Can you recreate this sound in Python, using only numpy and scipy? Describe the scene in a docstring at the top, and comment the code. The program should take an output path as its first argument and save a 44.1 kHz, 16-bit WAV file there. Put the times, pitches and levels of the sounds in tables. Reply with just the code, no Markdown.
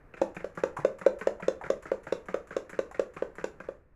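"""A fork beats eggs in a hand-held plastic tub in a small kitchen, close to five turns a second.
It starts with soft sloshes and a knock that also catches the side of the tub, which rings on.
On each later turn the wet tines spit crackling drops, plunge in with a slosh of ringing bubbles, drag
through the egg with a squelch of fine clicks and knock on the tub, whose modes give a short hollow note.
The last knock is gentle, then the background hiss, filtered noise over a low rumble, is faded down."""
import sys
import numpy as np
from scipy import signal
from scipy.fft import rfft, irfft
from scipy.io import wavfile

SR = 44100
rng = np.random.default_rng(int(sys.argv[2]) if len(sys.argv) > 2 else 0)


def unload_audio(sound):
    """Save the sound as a 16-bit wav file, at the path given as the first command line argument."""
    columns = np.transpose(np.atleast_2d(sound))
    # keep every value between -1 and 1, then stretch to whole-number steps
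    steps = np.round(np.clip(columns, -1, 1) * 32767)
    wavfile.write(sys.argv[1], SR, steps.astype(np.int16))


N = 174195
AGE = np.arange(SR // 4) / SR  # time since a short sound began [s]

# In all tables, t60 is the time a sound takes to fall by 60 dB.
# the fork knocks on the tub; the levels are added to those of the modes, clack and tick:
# (time [s], hollow note [dB], wall clack [dB], tine tick [dB])
KNOCKS = [(0.2154, -19.5, -1, -1.5), (0.219, -4.5, 1, -5), (0.4438, -8.5, -4.5, -14), (0.6364, 0, 7.5, 1.5),
          (0.8483, 1, 5, 2), (1.0634, 2, 8.5, 2.5), (1.2712, 1, 7, 1), (1.4820, 1, 5.5, 4),
          (1.7017, 0.5, 4.5, 3.5), (1.9168, -1.5, 2, -11), (2.1242, -0.5, 4.5, 4), (2.3432, -3, 6.5, -7),
          (2.5657, -2.5, 2, 1.5), (2.7902, -1.5, 3, 0.5), (2.9947, -0.5, 3.5, 1), (3.2229, -2, 1.5, -22),
          (3.4419, -3.5, 2.5, 1.5), (3.6874, -11.5, -6.5, -38)]
# blend of the two wall levels, almost wholly mid-wall throughout:
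# (time [s], share of mid-wall level [0 to 1])
MID_WALL_SHARE = [(1.7, 1), (1.92, 0.97)]
# modes of the loaded tub, and the low notes that linger around it:
# (frequency [Hz], level [dB], t60 [s], polarity [+1 or -1])
TUB_MODES = [(198.6, -40, 0.11, 1), (358.4, -15, 0.018, 1), (528.3, -2, 0.017, -1), (581, -5, 0.015, 1),
             (446, -47.5, 0.29, 1), (560, -56, 0.044, 1)]
# modes of the walls:
# (frequency [Hz], level struck near the corner [dB], level struck mid-wall [dB], t60 [s])
WALL_MODES = [(920, -40, -44.5, 0.03), (1157, -43, -39, 0.027), (1375, -44.5, -38.5, 0.012),
              (1510, -37, -43, 0.042), (1775, -53, -51, 0.051), (2447, -44, -55, 0.04)]
# modes of the tub's side, caught by the first knock:
# (frequency [Hz], level [dB], t60 [s], polarity [+1 or -1])
SIDE_MODES = [(205.6, -44, 0.25, 1), (332, -20, 0.035, 1), (573, -15.5, 0.036, -1), (651, -38.5, 0.16, 1),
              (830, -22, 0.027, 1), (928, -27, 0.046, -1)]
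SIDE_KNOCK_S = .2156
TUB_DETUNE, WALL_DETUNE = 0.022, 0.011  # typical change of pitch from blow to blow, as a share
DAMPING_SCATTER, WALL_SCATTER_DB = 0.11, 3  # typical change of damping (log scale) and of strength

# tone colour of the tines' tick: (frequency [Hz], level [dB])
TICK_COLOUR = [(1500, -6), (2300, -5.5), (2750, 5), (3150, -15.5), (3550, 2.5), (4500, -11), (5300, -5),
               (7200, -4.5), (8500, -24), (10400, -21), (12000, -36.5), (16000, -47.5)]
# tone colour of the grit in the wall clack: (frequency [Hz], level [dB])
CLACK_COLOUR = [(300, -21.5), (900, 2.5), (1600, -3.5), (2200, -13), (3200, -22.5), (8000, -46)]
TICK_DB, TICK_FADE_S = -49.5, 0.0021
CLACK_DB, CLACK_FADE_S = -46.5, 0.0043
SPLASH_DB, SPLASH_FADE_S = -59.5, 0.038
KNOCK_CLICKS_PER_S = 12000

# egg tears off the rising tines: (time [s], level [dB])
SPITS = [(0.346, -54.5), (0.55, -59), (0.765, -47.5), (.985, -52.5), (1.187, -52.5), (1.4, -58.5),
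         (1.612, -59), (1.823, -53), (2.033, -58), (2.256, -61.5), (2.472, -57.5), (2.694, -50),
         (2.91, -56), (3.137, -58), (3.353, -56)]
# tone colour of the spits: (frequency [Hz], level [dB])
SPIT_COLOUR = [(400, -23), (1000, 15.5), (2200, 9), (3500, -8.5), (5000, -10.5), (7300, 2), (8700, -12.5),
               (10500, -3.5), (13000, -21.5), (16000, -15)]
SPIT_FADE_S = 0.018

# the tines break the surface: (time [s], bubbles [dB], low plop [dB], middle bubble pitch [Hz])
SLOSHES = [(0.14, -49.5, -56.5, 1880), (0.175, -53.5, -62, 1720), (.367, -42.5, -42, 1690),
           (.405, -50.5, -61, 1850), (0.575, -39.5, -42, 1230), (.789, -43, -40, 1037),
           (1.014, -44.5, -47, 1530), (1.213, -40, -48, 1656), (1.426, -43, -41, 1734),
           (1.639, -42.5, -52.5, 1550), (1.663, -45, -48, 1500), (1.856, -45, -53, 1450),
           (2.069, -43, -50.5, 1475), (2.286, -41.5, -45.5, 1540), (2.508, -45, -51, 1570),
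           (2.527, -49.5, -59.5, 1630), (2.696, -51, -75, 1580), (2.731, -47.5, -50, 1690),
           (2.946, -49, -63, 1680), (3.166, -44, -49, 1570), (3.384, -44, -50, 1586),
           (3.413, -55, -55, 1780), (3.603, -45, -50.5, 1600)]
# tone colour of the slosh's dull body: (frequency [Hz], level [dB])
BODY_COLOUR = [(150, -17.5), (300, 1), (520, 6.5), (680, -4), (1000, -13), (2000, -50.5)]
# tone colour of fine wet fizz, used for sloshes and splashes: (frequency [Hz], level [dB])
FIZZ_COLOUR = [(1000, -22.5), (2400, 5), (3400, -5.5), (4500, -6), (7400, 1), (8600, -22), (10500, -7.5),
               (15000, -35)]
PLOP_MIDDLE_HZ, PLOP_T60_S, PLOP_RISE_S = 174.4, 0.063, 0.015
SLOSH_FADE_S, FIZZ_FADE_S = 0.006, 0.022
SLOSH_BODY_DB, SLOSH_FIZZ_DB = -1, -22  # beside the bubbles
BUBBLE_CYCLES = 39  # a bubble falls by 60 dB in this many cycles
BUBBLE_SPREAD_OCT, BUBBLE_SIZE_DB = 0.331, 1.5  # typical spread of pitch and strength
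BUBBLE_RISE_PER_S = 5.9  # rise of pitch, as a share of the starting pitch

# the fork traps a large pocket of air, a hollow gulp: (time [s], level [dB], middle pitch [Hz])
GULPS = [(0.767, -36, 984), (1.399, -45.5, 877), (1.612, -42, 850), (2.912, -49, 924)]
GULP_SPREAD_OCT, GULP_FROTH_DB, FROTH_HZ = 0.197, -8, 1533  # froth level is beside the gulp

# tone colour of the drag through the egg: (frequency [Hz], level [dB])
DRAG_COLOUR = [(200, -22), (500, 7), (900, 4), (1700, 7.5), (2500, 2.5), (3200, -14), (7300, -15.5),
               (15000, -40)]
DRAG_DB, DRAG_LEAD_S, DRAG_FADE_S = -51, .05, 0.038  # lead: how long before the knock it starts
POPS_DB, POPS_FADE_S = -49.5, 0.052
CRACKLES_PER_S, CRACKLE_SIZE_DB, CRACKLE_RISE_S = 2200, 4, 0.00061

# echoes from nearby surfaces: (delay [s], level [dB])
ECHOES = [(.0092, -13.5), (.0204, -18)]
# the kitchen's tail: (frequency [Hz], level [dB], t60 [s])
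TAIL = [(120, -6, 0.28), (242, -8, 0.37), (484, -13, 0.27), (870, -6, .32), (2040, -10.5, 0.28),
        (3980, -6.5, 0.21), (6900, -7, 0.14), (14000, -10.5, 0.19)]
ECHO_CUT_HZ = 1200
TAIL_BUILD_S, TAIL_BUILD_CYCLES = 0.0068, 2.43  # build-up time: a fixed part plus some cycles
TAIL_CHANGE = 0.78  # share of the tail's energy that changes from turn to turn as the tub moves

# tone colour of the background hiss: (frequency [Hz], level [dB])
HISS_COLOUR = [(20, 0), (250, -7), (480, -5), (750, -14), (1800, -15.5), (2700, -29), (3300, -41.5),
               (16000, -49.5)]
# fade of the background hiss near the end: (time [s], added level [dB])
HISS_FADE = [(3.7, 1), (3.851, -9.5)]
HISS_DB, RUMBLE_DB, RUMBLE_HZ = -60, -61, 74
TOP_STOP_HZ = 15900  # from here up, the sound is at least 60 dB weaker


def knocks():
    """The fork hits the tub: hollow note, clack of the walls, gritty tick of the tines, fine wet splash."""
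    out = np.zeros(N)
    for time, note_db, clack_db, tick_db in KNOCKS:
        note = ring(TUB_MODES, detune=TUB_DETUNE)
        share = np.interp(time, *np.transpose(MID_WALL_SHARE))
        walls = [(hz, corner_db + share * (middle_db - corner_db), t60, -1)
                 for hz, corner_db, middle_db, t60 in WALL_MODES]
        clack = ring(walls, WALL_SCATTER_DB, WALL_DETUNE)
        clack += crackle(CLACK_COLOUR, CLACK_FADE_S, CLACK_DB, KNOCK_CLICKS_PER_S)
        tick = crackle(TICK_COLOUR, TICK_FADE_S, TICK_DB + tick_db, KNOCK_CLICKS_PER_S)
        # the splash follows the tick's level only in part
        splash_db = SPLASH_DB + 0.32 * tick_db
        splash = crackle(FIZZ_COLOUR, SPLASH_FADE_S, splash_db, KNOCK_CLICKS_PER_S)
        add(out, time, from_db(note_db) * note + from_db(clack_db) * clack + tick + splash)
    add(out, SIDE_KNOCK_S, ring(SIDE_MODES))
    return out


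def ring(modes, scatter_db=0, detune=0):
    """One blow makes each mode sound as a fading sine."""
    # all modes share one random change of damping and one of pitch
    fall = np.log(1000) * AGE * np.exp(DAMPING_SCATTER * rng.standard_normal())
    turn = 2 * np.pi * (1 + detune * rng.standard_normal()) * AGE
    out = np.zeros(len(AGE))
    for hz, db, t60, polarity in modes:
        # with scatter, as for the walls, each mode also varies in strength
        strength = np.sign(polarity) * from_db(db + scatter_db * rng.standard_normal())
        out += strength * np.exp(-fall / t60) * np.sin(hz * turn)
    return out


def egg():
    """The wet sounds of the egg: spits, sloshes, gulps and drags together."""
    return spits() + sloshes() + gulps() + drags()


def spits():
    """Egg tears off the tines in short sprays of clicks."""
    out = np.zeros(N)
    for time, db in SPITS:
        add(out, time, crackle(SPIT_COLOUR, SPIT_FADE_S, db))
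    return out


def sloshes():
    """The tines plunge in: ringing bubbles, a low plop, a dull body and a little fizz."""
    out = np.zeros(N)
    for time, db, plop_db, hz in SLOSHES:
        slosh = burst(bubbles(hz), db) + burst(plop(), plop_db)
        slosh += crackle(BODY_COLOUR, SLOSH_FADE_S, db + SLOSH_BODY_DB)
        slosh += crackle(FIZZ_COLOUR, FIZZ_FADE_S, db + SLOSH_FIZZ_DB)
        add(out, time - .001, slosh)
    return out


def plop():
    """A low sine that swells softly and fades, at a slightly different pitch each time."""
    hz = PLOP_MIDDLE_HZ * rng.uniform(0.85, 1.084)
    envelope = (1 - np.exp(-AGE / PLOP_RISE_S)) * np.exp(-np.log(1000) * AGE / PLOP_T60_S)
    return envelope * np.sin(2 * np.pi * hz * AGE)


def gulps():
    """A trapped pocket of air sounds as a group of lower bubbles, with softer froth on top."""
    out = np.zeros(N)
    for time, db, hz in GULPS:
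        hollow = burst(bubbles(hz, GULP_SPREAD_OCT), db)
        froth = burst(bubbles(FROTH_HZ), db + GULP_FROTH_DB)
        add(out, time, hollow + froth)
    return out


def drags():
    """Before each knock the tines drag through the egg: a squelch of clicks and some wet pops."""
    out = np.zeros(N)
    for time, note_db, _, _ in KNOCKS:
        squelch = crackle(DRAG_COLOUR, DRAG_FADE_S, DRAG_DB)
        pops = burst(bubbles(FROTH_HZ, fade_s=POPS_FADE_S, count=7), POPS_DB)
        # louder notes have stronger drags, by half as many decibels
        add(out, time - DRAG_LEAD_S, from_db(.5 * note_db) * (squelch + pops))
    return out


def bubbles(pitch_hz, spread_oct=BUBBLE_SPREAD_OCT, fade_s=SLOSH_FADE_S, count=14):
    """Trapped bubbles, densest as the tines enter, each ringing briefly and rising in pitch."""
    out, t = np.zeros(len(AGE)), AGE[:1500]
    for k in range(count):
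        born = 2 * fade_s * ((k + rng.random()) / count) ** 2
        hz = pitch_hz * 2 ** (spread_oct * rng.standard_normal())
        hz = min(hz, rng.uniform(2070, 2540))  # no very high bubbles
        size = from_db(BUBBLE_SIZE_DB * rng.standard_normal()) * np.exp(-.5 * born / fade_s)
        envelope = np.exp(-np.log(1000) * t * hz / BUBBLE_CYCLES) * (1 - np.exp(-4 * t * hz))
        phase = 2 * np.pi * hz * t * (1 + BUBBLE_RISE_PER_S * t / 2)
        add(out, born, size * envelope * np.sin(phase))
    return out


def crackle(spectrum, fade_s, db, per_s=CRACKLES_PER_S):
    """A fading spray of tiny clicks at random moments, filtered to a tone colour."""
    n = len(AGE)
    size_db = CRACKLE_SIZE_DB * np.minimum(rng.exponential(1, n), 3)
    sizes = from_db(size_db) * rng.choice([-1, 1], n)
    happens = rng.random(n) < per_s / SR
    envelope = np.exp(-AGE / fade_s) * (1 - np.exp(-AGE / CRACKLE_RISE_S))
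    return burst(colour(sizes * happens * envelope, spectrum), db)


def kitchen(x):
    """Dull, close echoes and a diffuse tail that differs on each turn because the tub is held in the hand."""
    out = np.zeros(N)
    steady = np.sqrt(1 - TAIL_CHANGE) * diffuse_tail()
    dull = np.exp(-2 * np.pi * ECHO_CUT_HZ * AGE)  # smooths away the treble
    for delay, db in ECHOES:
        add(steady, delay, from_db(db) * dull / dull.sum())
    # the first two knocks share one tail
    turns = [0] + [int(knock[0] * SR) for knock in KNOCKS[2:]] + [N]
    for start, end in zip(turns, turns[1:]):
        response = steady + np.sqrt(TAIL_CHANGE) * diffuse_tail()
        add(out, start / SR, signal.fftconvolve(x[start:end], response))
    return out


def diffuse_tail():
    """Many blended reflections, made of noise bands that build later in the bass and die at their own rates."""
    t = np.arange(SR // 2) / SR
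    response = np.zeros(len(t))
    edges = np.geomspace(90, 16000, 14)
    for low, high in zip(edges, edges[1:]):
        hz = np.sqrt(low * high)
        band = signal.butter(2, [low, high], "band", fs=SR, output="sos")
        noise = signal.sosfilt(band, rng.standard_normal(len(t)))
        even = noise / np.sqrt(np.abs(signal.hilbert(noise)) + 1e-12)  # softens the ups and downs
        build = 1 - np.exp(-(t / (TAIL_BUILD_S + TAIL_BUILD_CYCLES / hz)) ** 2)
        tail = even * build * np.exp(-np.log(1000) * t / at_hz(TAIL, hz, axis=2))
        # wider bands get more energy
        scale = np.sqrt(2 * (high - low) / SR / np.sum(tail ** 2))
        response += tail * from_db(at_hz(TAIL, hz)) * scale
    return response


def ambience():
    """Faint background hiss, made of coloured noise, over a steady low rumble of low-passed noise."""
    hiss = colour(rng.standard_normal(N), HISS_COLOUR)
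    hiss_db = HISS_DB + np.interp(np.arange(N) / SR, *np.transpose(HISS_FADE))
    lowpass = signal.butter(2, RUMBLE_HZ, fs=SR, output="sos")
    rumble = signal.sosfilt(lowpass, rng.standard_normal(N))
    return from_db(hiss_db) * hiss / np.std(hiss) + from_db(RUMBLE_DB) * rumble / np.std(rumble)


def from_db(db):
    """Turn decibels into a gain."""
    return 10 ** (np.asarray(db) / 20)


def at_hz(points, hz, axis=1):
    """Read a table column at a frequency, between rows on a log-frequency scale."""
    table = np.array(points)
    return np.interp(np.log(hz), np.log(table[:, 0]), table[:, axis])


def add(out, time, sound):
    """Mix a sound in at a time in seconds."""
    i = max(int(round(time * SR)), 0)
    out[i:i + len(sound)] += sound[:N - i]


def burst(x, db):
    """Scale a short sound to the energy of 20 ms at the given level."""
    return x * from_db(db) * np.sqrt(SR / 50 / (np.sum(x ** 2) + 1e-20))


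def colour(x, spectrum):
    """Filter to a spectrum with minimum phase, so that the sound never starts early."""
    n = len(x)
    hz = np.maximum(np.arange(n // 2 + 1) * SR / n, 1)
    cepstrum = irfft(np.log(from_db(at_hz(spectrum, hz))), n)
    # folding the cepstrum into its first half gives the minimum phase
    cepstrum[1:n // 2] *= 2
    cepstrum[n // 2:] = 0
    return irfft(rfft(x) * np.exp(rfft(cepstrum)), n)


def scene():
    """The tub close by, the kitchen around it."""
    tub = knocks() + egg()
    return (tub + kitchen(tub) + ambience())[None]


def record(dry):
    """A steep low-pass filter cuts off the top of the treble."""
    return signal.sosfilt(signal.cheby2(14, 60, TOP_STOP_HZ, fs=SR, output="sos"), dry)


dry = scene()
out = record(dry)
unload_audio(out)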